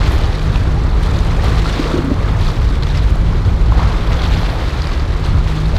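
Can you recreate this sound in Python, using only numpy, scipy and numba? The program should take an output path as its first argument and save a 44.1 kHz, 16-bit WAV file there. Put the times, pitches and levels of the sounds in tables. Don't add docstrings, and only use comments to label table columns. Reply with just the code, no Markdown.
import sys
import numpy as np
from scipy import signal
from scipy.fft import rfft, irfft
from scipy.io import wavfile
from scipy.ndimage import uniform_filter1d
from numba import njit

SR = 44100
rng = np.random.default_rng(int(sys.argv[2]) if len(sys.argv) > 2 else 0)


def to_wav(s):
    ch = np.atleast_2d(s).T
    pcm = np.round(np.clip(ch, -1, 1) * 32767)
    wavfile.write(sys.argv[1], SR, pcm.astype(np.int16))


N = 254898
TIME = np.arange(N) / SR


def undb(db):
    return 10 ** (np.asarray(db) / 20)


def unit(x):
    return x / np.sqrt(np.mean(x ** 2))


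def noise():
    return rng.standard_normal(N)


def curves(table):
    s, *columns = np.transpose(table)
    return [np.interp(TIME, s, column) for column in columns]


def colour(x, spectrum):
    hz, db = np.transpose(spectrum)
    octave = np.log2(np.maximum(np.fft.rfftfreq(N, 1 / SR), 1))
    points = np.log2(hz)
    octaves_outside = np.abs(octave - np.clip(octave, points[0], points[-1]))
    gain = undb(np.interp(octave, points, db) - 20 * octaves_outside)
    return unit(irfft(rfft(x) * gain, N))


def walk(rate):
    soft = np.exp(-np.fft.rfftfreq(N, 1 / SR) ** 2 / rate ** 2)
    return unit(irfft(rfft(noise()) * soft, N))


def swell(s, half_length, db):
    return undb(db) * np.exp(-((TIME - s) / half_length) ** 2)


@njit
def bubbles(s, hz, size, cycles, glide, onset):
    out = np.zeros(N)
    for k in range(len(s)):
        start = int(s[k] * SR)
        length = cycles[k] * SR / hz[k]
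        phase = 0.
        for i in range(max(0, min(int(1.5 * length), N - start))):
            phase += hz[k] * (1 + glide * i / length) / SR
            onset_gain = 1 - np.exp(-(phase / onset) ** 2)
            decay = np.exp(-4.6 * i / length)
            out[start + i] += size[k] * onset_gain * decay * np.sin(2 * np.pi * phase)
    return out


def froth(low_hz, high_hz, cycles, spread_db, count):
    when, pitch, strength, life = rng.random((count, 4)).T
    hz = low_hz * (min(high_hz, SR / 3) / low_hz) ** pitch
    size = hz * undb(-spread_db * np.log(.01 + strength))
    return unit(bubbles(when * N / SR, hz, size, cycles * (.5 + life), 0.23, 0.38))


def wind():
    # (time [s], level [dB])
    gusts = [(0.0, -10.5), (0.29, -11.5), (0.39, -22), (0.45, -13), (1.61, -12.5), (1.69, -19),
             (2.11, -19.5), (2.19, -13), (2.25, -17), (2.4, -10), (2.43, -14), (2.48, -7.5), (2.53, -20.5),
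             (2.61, -9.5), (2.74, -14), (3.8, -10), (4.04, -15), (4.14, -8.5), (4.17, -21.5), (4.27, -11.5),
             (4.68, -18.5), (5.15, -12.5), (5.18, -18.5), (5.34, -9), (5.52, -16), (5.54, -25), (5.78, -11)]
    # (frequency [Hz], level per Hz [dB])
    buffet_spectrum = [(12, -26), (24, -4.5), (36, 0), (60, -1.5), (100, -6.5), (130, -14), (200, -23.5),
                       (400, -38.5), (900, -60)]
    trim_db, flutter_db, flutter_per_s = 1, 0.6, 6.3
    gust_db, = curves(gusts)
    eddies = colour(noise(), buffet_spectrum)
    eddies /= np.sqrt(uniform_filter1d(eddies ** 2, size=4000))
    push = eddies * undb(gust_db + trim_db + flutter_db * walk(flutter_per_s))
    return .8 * np.tanh(push / .8)


def wake():
    # (time [s], level [dB])
    rush = [(0, -29), (1.5, -26), (3, -29), (5.78, -30.5)]
    # (frequency [Hz], level per Hz [dB])
    rush_spectrum = [(90, -23), (200, -2), (300, -2.5), (450, -4.5), (650, -11.5), (1200, -12.5),
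                     (4000, -33.5), (15000, -55)]
    rush_db, = curves(rush)
    return colour(noise(), rush_spectrum) * undb(rush_db + 0.3 * walk(4))


def foam():
    # (time of its height [s], half length to 1/e [s], level [dB])
    patches = [(0.13, .05, -50), (2.5, 0.092, -59), (4.4, 0.48, -56.5)]
    hiss = colour(noise(), [(8000, -16), (10500, 2), (12500, 0), (14000, -4), (15500, -11)])
    return hiss * sum(swell(*patch) for patch in patches) * undb(1.5 * walk(40))


def droplets():
    # (time [s], level at the start [dB])
    landings = [(0.120, -28), (0.187, -32), (1.032, -31.5), (1.444, -28.5), (2.048, -36), (2.411, -32),
                (3.104, -33), (3.157, -33)]
    decay_s = 0.001
    ticks = sum(undb(db) * np.exp(-np.abs(TIME - s) / decay_s) * (TIME > s) for s, db in landings)
    return ticks * colour(noise(), [(4500, -4), (8500, 8), (15000, -7)])


def drops():
    # (time [s], starting pitch of the ring [Hz], level before the ring and splash offsets [dB])
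    slaps = [(0.558, 2550, -13.5), (2.469, 3860, -19), (2.503, 4190, -19), (2.825, 3670, -17.5),
             (2.833, 3950, -13), (2.974, 4850, -16.5), (3.451, 4127, -22), (4.219, 4070, -14),
             (4.82, 4600, -14.5), (4.871, 4730, -18.5), (5.250, 3050, -18.5), (5.765, 3880, -15)]
    ring_db, ring_cycles = 3.5, 15.3
    splash_db, splash_s = -11.5, 0.0027
    s, hz, db = np.transpose(slaps).copy()
    rings = bubbles(s, hz, undb(db + ring_db), np.full(len(s), ring_cycles), 0.11, 1.15)
    splash_gain = sum(swell(t + 0.0017, splash_s, level + splash_db) for t, level in zip(s, db))
    splash = colour(noise(), [(900, 10.0), (2500, 1.5), (4500, 3.5), (6000, -8), (9000, -19)])
    return rings + splash_gain * splash


def gulps():
    # (time [s], starting pitch [Hz], strength before onset and decay [dB], cycles to fall 40 dB)
    pockets = [(0.772, 795, -18, 27), (1.393, 1772, -17, 33), (1.656, 1311, -13, 36),
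               (1.794, 270, 3.5, 5.4), (1.856, 443, -11.5, 17), (1.939, 294, 0.5, 7.5),
               (1.951, 351, -11, 25), (1.986, 303, -0.5, 8.6), (2.038, 259, -8.5, 19), (2.075, 260, -5, 14),
               (2.108, 570, -16, 26), (2.112, 263, -3, 12), (3.158, 650, -17.5, 16.4),
               (3.721, 990, -6.5, 14.6), (3.793, 890, -9, 10.5), (5.738, 559, -14, 12.5)]
    s, hz, db, cycles = np.transpose(pockets).copy()
    return bubbles(s, hz, undb(db), cycles, glide=0.18, onset=0.86)


def surf():
    # (time of the break [s], rise from 1/e [s], fall to 1/e [s], churn [dB], spray [dB],
    #         share of large dull drops [0-1])
    waves = [(0.08, 0.18, 0.33, -26, -29, 0.4), (0.56, 0.12, 0.088, -31, -37, 0),
             (1.12, 0.14, 0.66, -30.5, -34, .1), (1.48, 0.06, 0.12, -24.5, -29.5, .05),
             (1.77, 0.22, 0.26, -29, -28.5, 0.3), (2.28, 0.093, .18, -29.5, -39.5, .3),
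             (2.46, 0.1, 0.18, -33, -32, .25), (2.97, 0.14, .08, -33.5, -31.5, 0.4),
             (3.82, 0.1, 0.3, -26, -33, 0.5), (4.26, 0.3, 0.97, -27.5, -31, 0.66),
             (4.85, 0.24, .09, -46, -38.5, 0.2), (5.26, 0.024, 0.042, -31, -34, 0),
             (5.5, .04, 0.29, -33.5, -34, 0.1), (5.77, 0.05, .2, -34, -34.5, 0.29)]
    lap_churn_db, lap_spray_db, lap_coarse = -33.5, -38.5, 0.18
    churn_power = undb(lap_churn_db) ** 2
    spray_power = undb(lap_spray_db) ** 2
    coarse_power = lap_coarse * spray_power
    for s, rise, fall, churn_db, spray_db, coarse in waves:
        shape = np.where(TIME < s, swell(s, rise, 0), np.exp(-np.abs(TIME - s) / fall))
        thrown = (shape * undb(spray_db)) ** 2
        churn_power = churn_power + (shape * undb(churn_db)) ** 2
        spray_power = spray_power + thrown
        coarse_power = coarse_power + coarse * thrown
    return np.sqrt(churn_power), np.sqrt(spray_power), np.clip(coarse_power / spray_power, 0, 1)


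def spray(gain, coarse):
    # (frequency [Hz], level per Hz [dB])
    spray_spectrum = [(700, -14.5), (1400, 1.5), (2000, 1.5), (2800, -1.5), (3500, 1), (4200, -0.05),
                      (5100, -6), (7000, -12.5), (9000, -18), (12500, -25), (15500, -27)]
    fizz = froth(1747, 14700, cycles=13.6, spread_db=3.5, count=12000)
    force = undb(3.1 * np.minimum(noise(), 2.8))
    hits = rng.random(N) < .015
    patter = unit(rng.choice([-1, 1], N) * hits * force)
    mist = noise()
    fine = colour(fizz + undb(-2.0) * patter + undb(2.0) * mist, spray_spectrum)
    dull = colour(fine, [(900, 3), (2200, -2.0), (4500, -3.5), (8000, -11)])
    mixed = (1 - coarse) * fine + coarse * dull
    return mixed * gain * undb(1.39 * walk(52))


def churn(gain):
    # (frequency [Hz], level per Hz [dB])
    churn_spectrum = [(130, -64), (280, 4), (450, 2), (650, 1.5), (900, 1), (1200, 1), (1600, -6),
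                      (2200, -11), (3200, -18), (8000, -41)]
    # (time of its height [s], half length to 1/e [s], level [dB])
    surge_shape = (1.93, 0.17, -23.5)
    # (frequency [Hz], level per Hz [dB])
    hollow_spectrum = [(150, -24), (250, 4), (350, -5), (480, -1.5), (700, -11.5), (1400, -8.5),
                       (2500, -38)]
    tumble = froth(218.5, 3020, cycles=14.7, spread_db=2.0, count=6000) + undb(6.5) * noise()
    surge_froth = froth(162, 1970, cycles=5.2, spread_db=-0.5, count=4000)
    surge = colour(surge_froth, hollow_spectrum) * swell(*surge_shape)
    return colour(tumble, churn_spectrum) * gain * undb(0.8 * walk(25)) + surge


def engines():
    # (time [s], pitch [Hz], level [dB])
    third_order = [(0.0, 152.2, -27), (0.93, 155.1, -27.5), (1.05, 164.5, -27), (2.37, 152.4, -25),
                   (2.62, 140.5, -31), (2.88, 143.4, -24.5), (3.27, 164.9, -27), (4.4, 166.1, -28),
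                   (4.72, 144.3, -31), (4.8, 155.7, -28), (5.07, 142.7, -32.5), (5.17, 154.2, -27),
                   (5.68, 155.8, -23.5), (5.78, 160.7, -36.5)]
    # (multiple of the firing rate, level against the third multiple [dB])
    exhaust = [(1, 2), (2, -3.5), (3, 0), (4, -18.5), (5, -20), (6, -21.5)]
    trim_db = -.5
    waver_db, waver_per_s = 2., 4.9
    waver_rad, phase_waver_per_s = 0.32, 11.6
    hum_hz, hum_db = curves(third_order)
    firing_turns = np.cumsum(hum_hz / 3) / SR
    note = np.zeros(N)
    for multiple, db in exhaust:
        level = undb(db + waver_db * walk(waver_per_s))
        turns = multiple * firing_turns + rng.random()
        note += level * np.sin(2 * np.pi * turns + waver_rad * walk(phase_waver_per_s))
    return np.sqrt(2) * note * undb(hum_db + trim_db)


def scene():
    churn_gain, spray_gain, coarse = surf()
    water = foam() + droplets() + drops() + gulps() + spray(spray_gain, coarse) + churn(churn_gain)
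    return (wind() + wake() + water + engines())[None]


def record(dry):
    fade = np.minimum(TIME / .003, 1)
    top_cut = signal.ellip(10, .1, 80, 15500, fs=SR, output="sos")
    return signal.sosfilt(top_cut, dry * fade)


dry = scene()
out = record(dry)
to_wav(out)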